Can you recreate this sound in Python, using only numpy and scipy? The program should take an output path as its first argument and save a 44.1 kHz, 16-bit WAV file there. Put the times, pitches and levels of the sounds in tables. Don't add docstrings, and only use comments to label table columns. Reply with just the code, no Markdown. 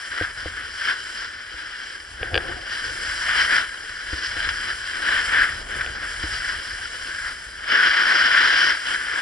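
import sys
import numpy as np
from scipy import signal
from scipy.fft import next_fast_len
from scipy.io import wavfile

SR = 44100
rng = np.random.default_rng(int(sys.argv[2]) if len(sys.argv) > 2 else 0)


def to_wav(s):
    ch = np.atleast_2d(s).T
    pcm = np.round(np.clip(ch, -1, 1) * 32767)
    wavfile.write(sys.argv[1], SR, pcm.astype(np.int16))


def magnitude_from_level(level_db):
    exponent = np.asarray(level_db, float) / 20
    return 10 ** exponent


N = 406161
CONTROL_STEP = 20


def in_time(rows):
    seconds, *columns = np.transpose(rows)
    return [np.interp(np.arange(N) / SR, seconds, column) for column in columns]


def every_sample(coarse):
    return np.interp(np.arange(N) / CONTROL_STEP, np.arange(len(coarse)), coarse)


def rms_one(x):
    return x / np.sqrt(np.mean(np.abs(x) ** 2) + 1e-20)


def drift(rate_hz):
    r = np.exp(-2 * np.pi * rate_hz * CONTROL_STEP / SR)
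    settle = 2000
    noise = rng.standard_normal(N // CONTROL_STEP + 2 + settle)
    slow = signal.lfilter([1], [1, -2 * r, r * r], noise)[settle:]
    return every_sample(rms_one(slow))


def swells(starts, holds, peaks_db, rise_db_per_s, fall_db_per_s):
    starts, holds, peaks_db = [np.reshape(column, (-1, 1)) for column in (starts, holds, peaks_db)]
    t = np.arange(0, N + CONTROL_STEP, CONTROL_STEP) / SR - starts
    before_db = rise_db_per_s * np.maximum(-t, 0)
    after_db = fall_db_per_s * np.maximum(t - holds, 0)
    return magnitude_from_level(2 * (peaks_db - np.minimum(before_db + after_db, 100)))


def band(x, low_hz, high_hz):
    return signal.sosfilt(signal.butter(2, [low_hz, high_hz], "band", fs=SR, output="sos"), x)


def crushing(spread_db, bumps_db, crunch_db):
    sizes = magnitude_from_level(spread_db * np.minimum(rng.exponential(1, N), 5))
    clumps = magnitude_from_level(bumps_db * drift(21) + crunch_db * drift(51))
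    return rng.standard_normal((3, N)) * sizes * clumps


def through(modes, streams, flicker_db, brightness_db=0):
    shared = signal.hilbert(streams[0], next_fast_len(N))[:N]
    out = np.zeros((2, N))
    for k, (hz, width_hz, level_db, pan_db, lead, alike) in enumerate(modes):
        r = np.exp(-np.pi * width_hz / SR)
        resonance = [(1 - r * r) / 2, 0, (r * r - 1) / 2, 1, -2 * r * np.cos(2 * np.pi * hz / SR), r * r]
        twice = [resonance, resonance]
        both = np.real(signal.sosfilt(twice, shared) * np.exp([[.5j * lead], [-.5j * lead]]))
        own = signal.sosfilt(twice, streams[1:])
        share = np.sqrt(alike)
        tone = np.sqrt(share) * both + np.sqrt(1 - share) * own
        lift_db = brightness_db * np.clip(np.log2(hz / 2200) / 2.46, 0, 1)
        gain = magnitude_from_level(level_db + lift_db + flicker_db * drift(6.5))
        out += (-1) ** k * gain * tone * magnitude_from_level([[pan_db / 2], [-pan_db / 2]])
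    return out


# time in seconds, scrape in dB, fineness of the snow in dB (lifts spray and upper case resonances).
GLIDE = [(0.0, -32.5, 0.5), (0.2, -30.5, 1.5), (0.34, -38, 0.5), (0.7, -33.5, -1), (1.08, -31.5, 1.5),
         (1.39, -36, -6), (1.6, -33, -3), (1.94, -33, -1.5), (1.99, -39.5, -1.5), (2.18, -38, -2.5),
         (2.66, -34, -2), (2.72, -32.5, 0.5), (2.92, -30, 3), (3.25, -25, 4.5), (3.55, -26, 4),
         (3.66, -34, 1.5), (4.0, -33, -0.5), (4.3, -30, 1), (4.64, -28.5, 2.5), (4.78, -31.5, 1.5),
         (5.26, -25, 5.5), (5.58, -30.5, 1), (5.67, -38, 1), (5.76, -32.5, 4.5), (5.96, -32, -1.5),
         (6.1, -30.5, 4), (6.6, -30.5, 2), (7.28, -31.5, 2.5), (7.44, -38, 2.5), (7.62, -36, -2),
         (8.8, -31, 2.5), (9.21, -28.5, 3.5)]
# start of full bite in seconds, hold in seconds, scrape in dB,
# brightness in dB of the upper case resonances.
BITES = [(0.136, .05, -29, -23), (0.225, 0.019, -27.5, -14), (0.402, 0.074, -32, -3),
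         (0.574, 0.039, -33.5, -13), (0.798, 0.053, -32.5, 7), (0.877, 0.029, -22.5, -3),
         (1.18, 0.077, -31.5, 6), (2.232, .02, -31, -13), (2.36, 0.11, -31.5, -17),
         (2.485, .04, -31.5, -12), (2.73, 0.022, -27, 0), (2.85, .015, -28.5, 2),
         (3.295, 0.023, -19.5, -14), (3.38, 0.038, -15, -9), (3.534, 0.05, -15, -13),
         (4.113, 0.024, -30, 2), (4.247, .02, -28.5, 16), (4.34, 0.15, -27.5, -7),
         (4.693, 0.013, -25.5, -8), (4.875, 0.022, -33, -9), (4.997, .004, -33, -26),
         (5.071, 0.11, -17.5, -18.5), (5.325, 0.11, -17, -25.5), (5.715, 0.033, -29.5, -18),
         (5.795, 0.027, -30.5, -21), (6.043, .01, -29, -18), (6.114, 0.0044, -35.5, -7),
         (6.235, .015, -27, -8), (6.335, 0.043, -29, 5), (6.474, 0.028, -27, -1), (7.248, 0.033, -29.5, -9),
         (7.723, 0.297, -15, -12), (8.075, 0.32, -14.5, -10.5), (8.435, 0.27, -15.5, -5.5),
         (8.89, 0.059, -20.5, -13.5), (9.047, .025, -26.5, -24), (9.148, 0.038, -21, -21)]
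BITE_RISE_DB_PER_S, BITE_FALL_DB_PER_S = 190, 220
GLIDE_BRIGHTNESS_DB, FINE_BRIGHTENS = 0.5, 0.45


def edge():
    glide_db, fine_db = in_time(GLIDE)
    starts, holds, peaks_db, bites_bright_db = np.transpose(BITES)
    bites = swells(starts, holds, peaks_db, BITE_RISE_DB_PER_S, BITE_FALL_DB_PER_S)
    glide = magnitude_from_level(2 * glide_db)
    power = glide + every_sample(bites.sum(axis=0))
    glide_bright_db = GLIDE_BRIGHTNESS_DB + FINE_BRIGHTENS * fine_db
    weighted = glide * glide_bright_db + every_sample(bites_bright_db @ bites)
    return 10 * np.log10(power), weighted / power, fine_db


# frequency in Hz, width in Hz, relative level in dB, left over right in dB,
# lead of the left port in radians, left-right likeness from 0 to 1.
CASE = [(1025, 700, -10.5, 19, 3.6, 0), (1402, 406, 4, 9, 1.2, 0.73), (1587, 591, 13.5, 3.5, 0.82, 0.99),
        (2303, 480, -6.5, -4, 1.53, 0.3), (3013, 468, 5, 2.5, 0.28, 0.04), (3500, 510, -13.5, -7, 0.31, 1),
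        (3960, 326, -5, -5.5, 0.76, 0.05), (5012, 910, 0.5, 0, 0.45, 0.98), (5300, 550, -7.5, -4, 0.76, 0),
        (6460, 1300, -27, 21, 0.78, 0.6)]


def scrape(snow, scrape_db, brightness_db):
    bright_swing_db = brightness_db - np.mean(brightness_db)
    tone = through(CASE, snow * crusts(), flicker_db=1.0, brightness_db=bright_swing_db)
    return magnitude_from_level(scrape_db) * rms_one(tone)


# frequency in Hz, width in Hz, relative level in dB, left over right in dB,
# lead of the left port in radians, left-right likeness from 0 to 1.
GRIND = [(258, 470, 3.85, 0.24, 1.38, 0.64), (566, 283, 1, 0.21, 1.7, 0.1),
         (821, 580, 1.1, 0.33, 0.59, 0.21)]
GRIND_DB, GRIND_FOLLOWS = -49.5, 0.8
GRIND_OF_SHAKING_DB = -4


def grind(snow, swing_db):
    tone = band(through(GRIND, snow, flicker_db=1.5), 130, 1500)
    from_edge = magnitude_from_level(GRIND_DB + GRIND_FOLLOWS * swing_db)
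    from_shaking = shaking() * magnitude_from_level(GRIND_OF_SHAKING_DB)
    return np.hypot(from_edge, from_shaking) * rms_one(tone)


# frequency in Hz, width in Hz, relative level in dB, left over right in dB,
# lead of the left port in radians, left-right likeness from 0 to 1.
SPRAY = [(6000, 2350, 6, -1, 4.23, 1), (7510, 1140, 9, -6.5, 4.7, 0.05), (8600, 830, -1.5, -18.5, 1.2, .1),
         (9380, 1560, 12.5, 1.5, 2.23, 0.72), (10900, 290, -4, -6, 10.4, 0.13)]
SPRAY_DB = -46
SPRAY_FOLLOWS, SPRAY_BRIGHTENS = 0.34, 0.094


def spray(swing_db, brightness_db, fine_db):
    grains = crushing(spread_db=1.4, bumps_db=1.0, crunch_db=0.1)
    tone = through(SPRAY, grains, flicker_db=0.96)
    level_db = SPRAY_DB + SPRAY_FOLLOWS * swing_db + SPRAY_BRIGHTENS * brightness_db + fine_db
    return magnitude_from_level(level_db) * rms_one(tone)


def board():
    scrape_db, brightness_db, fine_db = edge()
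    swing_db = scrape_db + 30
    snow = crushing(spread_db=2.0, bumps_db=0.0, crunch_db=1.0)
    low_and_mid = scrape(snow, scrape_db, brightness_db) + grind(snow, swing_db)
    return low_and_mid + spray(swing_db, brightness_db, fine_db)


# time in seconds, rumble in dB.
SHAKING = [(0.0, -55), (0.6, -47), (0.87, -56), (1.1, -51.5), (1.9, -56), (2.46, -38.5), (2.7, -46),
           (3.02, -41), (3.15, -45.5), (3.53, -43), (3.63, -50), (4.3, -47.5), (4.45, -40.5), (4.72, -47),
           (5.05, -45), (5.25, -41.5), (5.66, -38.5), (5.87, -39), (6.0, -41), (6.5, -46.5), (7.6, -49.5),
           (8.1, -56), (8.4, -49), (9.21, -51.5)]
AFTERSHAKE_DB, AFTERSHAKE_FALL_DB_PER_S = -18.5, 102


def shaking():
    starts, jolts_db = np.transpose(JOLTS)[:2]
    after = swells(starts, 0 * starts, jolts_db + AFTERSHAKE_DB, 2000, AFTERSHAKE_FALL_DB_PER_S).sum(axis=0)
    ground = magnitude_from_level(2 * in_time(SHAKING)[0])
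    return np.sqrt(ground + every_sample(after))


def rumble():
    lumps = magnitude_from_level(2.5 * drift(14))
    noise = rng.standard_normal((2, N)) * lumps
    mid, side = band(band(noise, 19.6, 73), 28, 240)
    ports = mid + magnitude_from_level(-19.5) * side * [[1], [-1]]
    return shaking() * rms_one(ports)


# start in seconds, strength in dB (above 0 the grains rise, below 0 they dip),
# decay time to 1/e in seconds.
CRUSTS = [(0.176, 8.5, 0.0052), (0.223, 4.5, 0.02), (1.341, 5, 0.0051), (1.583, 5, 0.007),
          (2.001, 8.5, 0.006), (4.425, 4.5, 0.023), (4.489, 12, 0.0058), (5.809, 9, 0.006),
          (6.446, 5, 0.0047), (6.467, -2, 0.0078), (8.866, 3.5, 0.008)]


def crusts():
    t, level = np.arange(N) / SR, np.ones(N)
    for start, strength_db, decay in CRUSTS:
        level += (magnitude_from_level(strength_db) - 1) * (t >= start) * np.exp(-np.abs(t - start) / decay)
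    return level


def ring(clicks, hz, t60):
    r, w = magnitude_from_level(-60 / (t60 * SR)), 2 * np.pi * hz / SR
    return signal.lfilter([0, np.sin(w)], [1, -2 * r * np.cos(w), r * r], clicks + 1e-18)


def struck(start, level_db, modes, spread_db, soft_hz):
    at, out = int(np.round(start * SR)), np.zeros(N)
    for k, (hz, mode_db, t60) in enumerate(modes):
        clicks = np.zeros(N)
        clicks[at] = magnitude_from_level(level_db + mode_db + spread_db * rng.standard_normal())
        out += (-1) ** k * ring(clicks, hz, t60)
    return signal.sosfilt(signal.butter(2, soft_hz, fs=SR, output="sos"), out)


# start in seconds, level in dB before the contact softens it, boom in Hz,
# knock in dB against the boom, hardness as contact cut-off in Hz.
JOLTS = [(.210, -23.5, 93, 0.5, 900), (0.457, -23.5, 82, -4.5, 960), (1.540, -36.5, 62, -8, 600),
         (2.211, -25.5, 72, -13, 600), (2.332, -21.5, 85, -17, 600), (2.987, -46, 80, 1, 600),
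         (4.129, -21, 63, -6, 305), (4.365, -32, 85, -2, 400), (4.471, -26, 67.6, -14, 393),
         (6.236, -21, 68, -6.5, 280), (6.732, -36, 65, -12, 400)]
# frequency in Hz, relative level in dB, time to fall 60 dB in seconds.
POLE = [(312, 0.5, 0.067), (500, 3, 0.041), (713, -0.5, 0.033)]
BOOM_T60_S = 0.11


def jolts():
    out = np.zeros(N)
    for start, level_db, boom_hz, knock_db, hard_hz in JOLTS:
        boom = [(boom_hz, 0, BOOM_T60_S)]
        out += struck(start, level_db + knock_db, POLE, spread_db=1.5, soft_hz=hard_hz)
        out -= struck(start, level_db, boom, spread_db=1, soft_hz=150)
    return out


# start in seconds, level in dB before the contact softens it, hardness as contact cut-off in Hz.
CLACKS = [(2.2297, -9.5, 2800), (2.3429, -6.5, 6000), (2.3538, -7, 9000), (2.3618, -11, 5500),
          (2.3767, -6.5, 7500), (5.8622, -17, 14000)]
# frequency in Hz, relative level in dB, time to fall 60 dB in seconds.
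MOUNT = [(474, -15, 0.025), (763, -21.5, 0.052), (1600, -6.5, 0.02), (2660, -3.5, 0.01), (3280, -7, 0.02),
         (4700, -15.5, 0.011), (5100, -25, .012), (6300, -32, 0.0033)]
REBOUND_S = 0.001722


def clacks():
    first = np.zeros(N)
    for start, level_db, hard_hz in CLACKS:
        first += struck(start, level_db, MOUNT, spread_db=1.5, soft_hz=hard_hz)
    lag = int(REBOUND_S * SR)
    rebound = np.concatenate([np.zeros(lag), first[:-lag]])
    return (first + magnitude_from_level(-3) * rebound) * magnitude_from_level([[1.2], [-1.2]])


# start of full level in seconds, hold in seconds, level in dB.
SHUDDER = [(2.235, 0.1, -41), (2.354, 0.031, -32), (2.466, 0.054, -37.5), (2.56, 0.063, -45.5)]
# frequency in Hz, width in Hz, relative level in dB, left over right in dB,
# lead of the left port in radians, left-right likeness from 0 to 1.
HOLLOW = [(336, 120, -0.5, 3, 1, 0.5), (532, 83, -2, 1, 0.59, 0.6), (726, 140, -2.5, 0, .8, 0.9)]
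SHUDDER_RISE_DB_PER_S, SHUDDER_FALL_DB_PER_S = 400, 225


def shudder():
    knocks = crushing(spread_db=4.0, bumps_db=3.0, crunch_db=2.0)
    starts, holds, peaks_db = np.transpose(SHUDDER)
    power = swells(starts, holds, peaks_db, SHUDDER_RISE_DB_PER_S, SHUDDER_FALL_DB_PER_S).sum(axis=0)
    return np.sqrt(every_sample(power)) * rms_one(through(HOLLOW, knocks, flicker_db=0.71))


def scene():
    return board() + rumble() + jolts() + clacks() + shudder()


def band_limit(x):
    return signal.sosfilt(signal.butter(12, 11250, fs=SR, output="sos"), x)


def record(dry):
    rounded = np.tanh(dry)
    steep = signal.ellip(14, .5, 60, 11170, fs=SR, output="sos")
    mix = signal.sosfilt(steep, rounded)
    return band_limit(mix)


dry = scene()
out = record(dry)
to_wav(out)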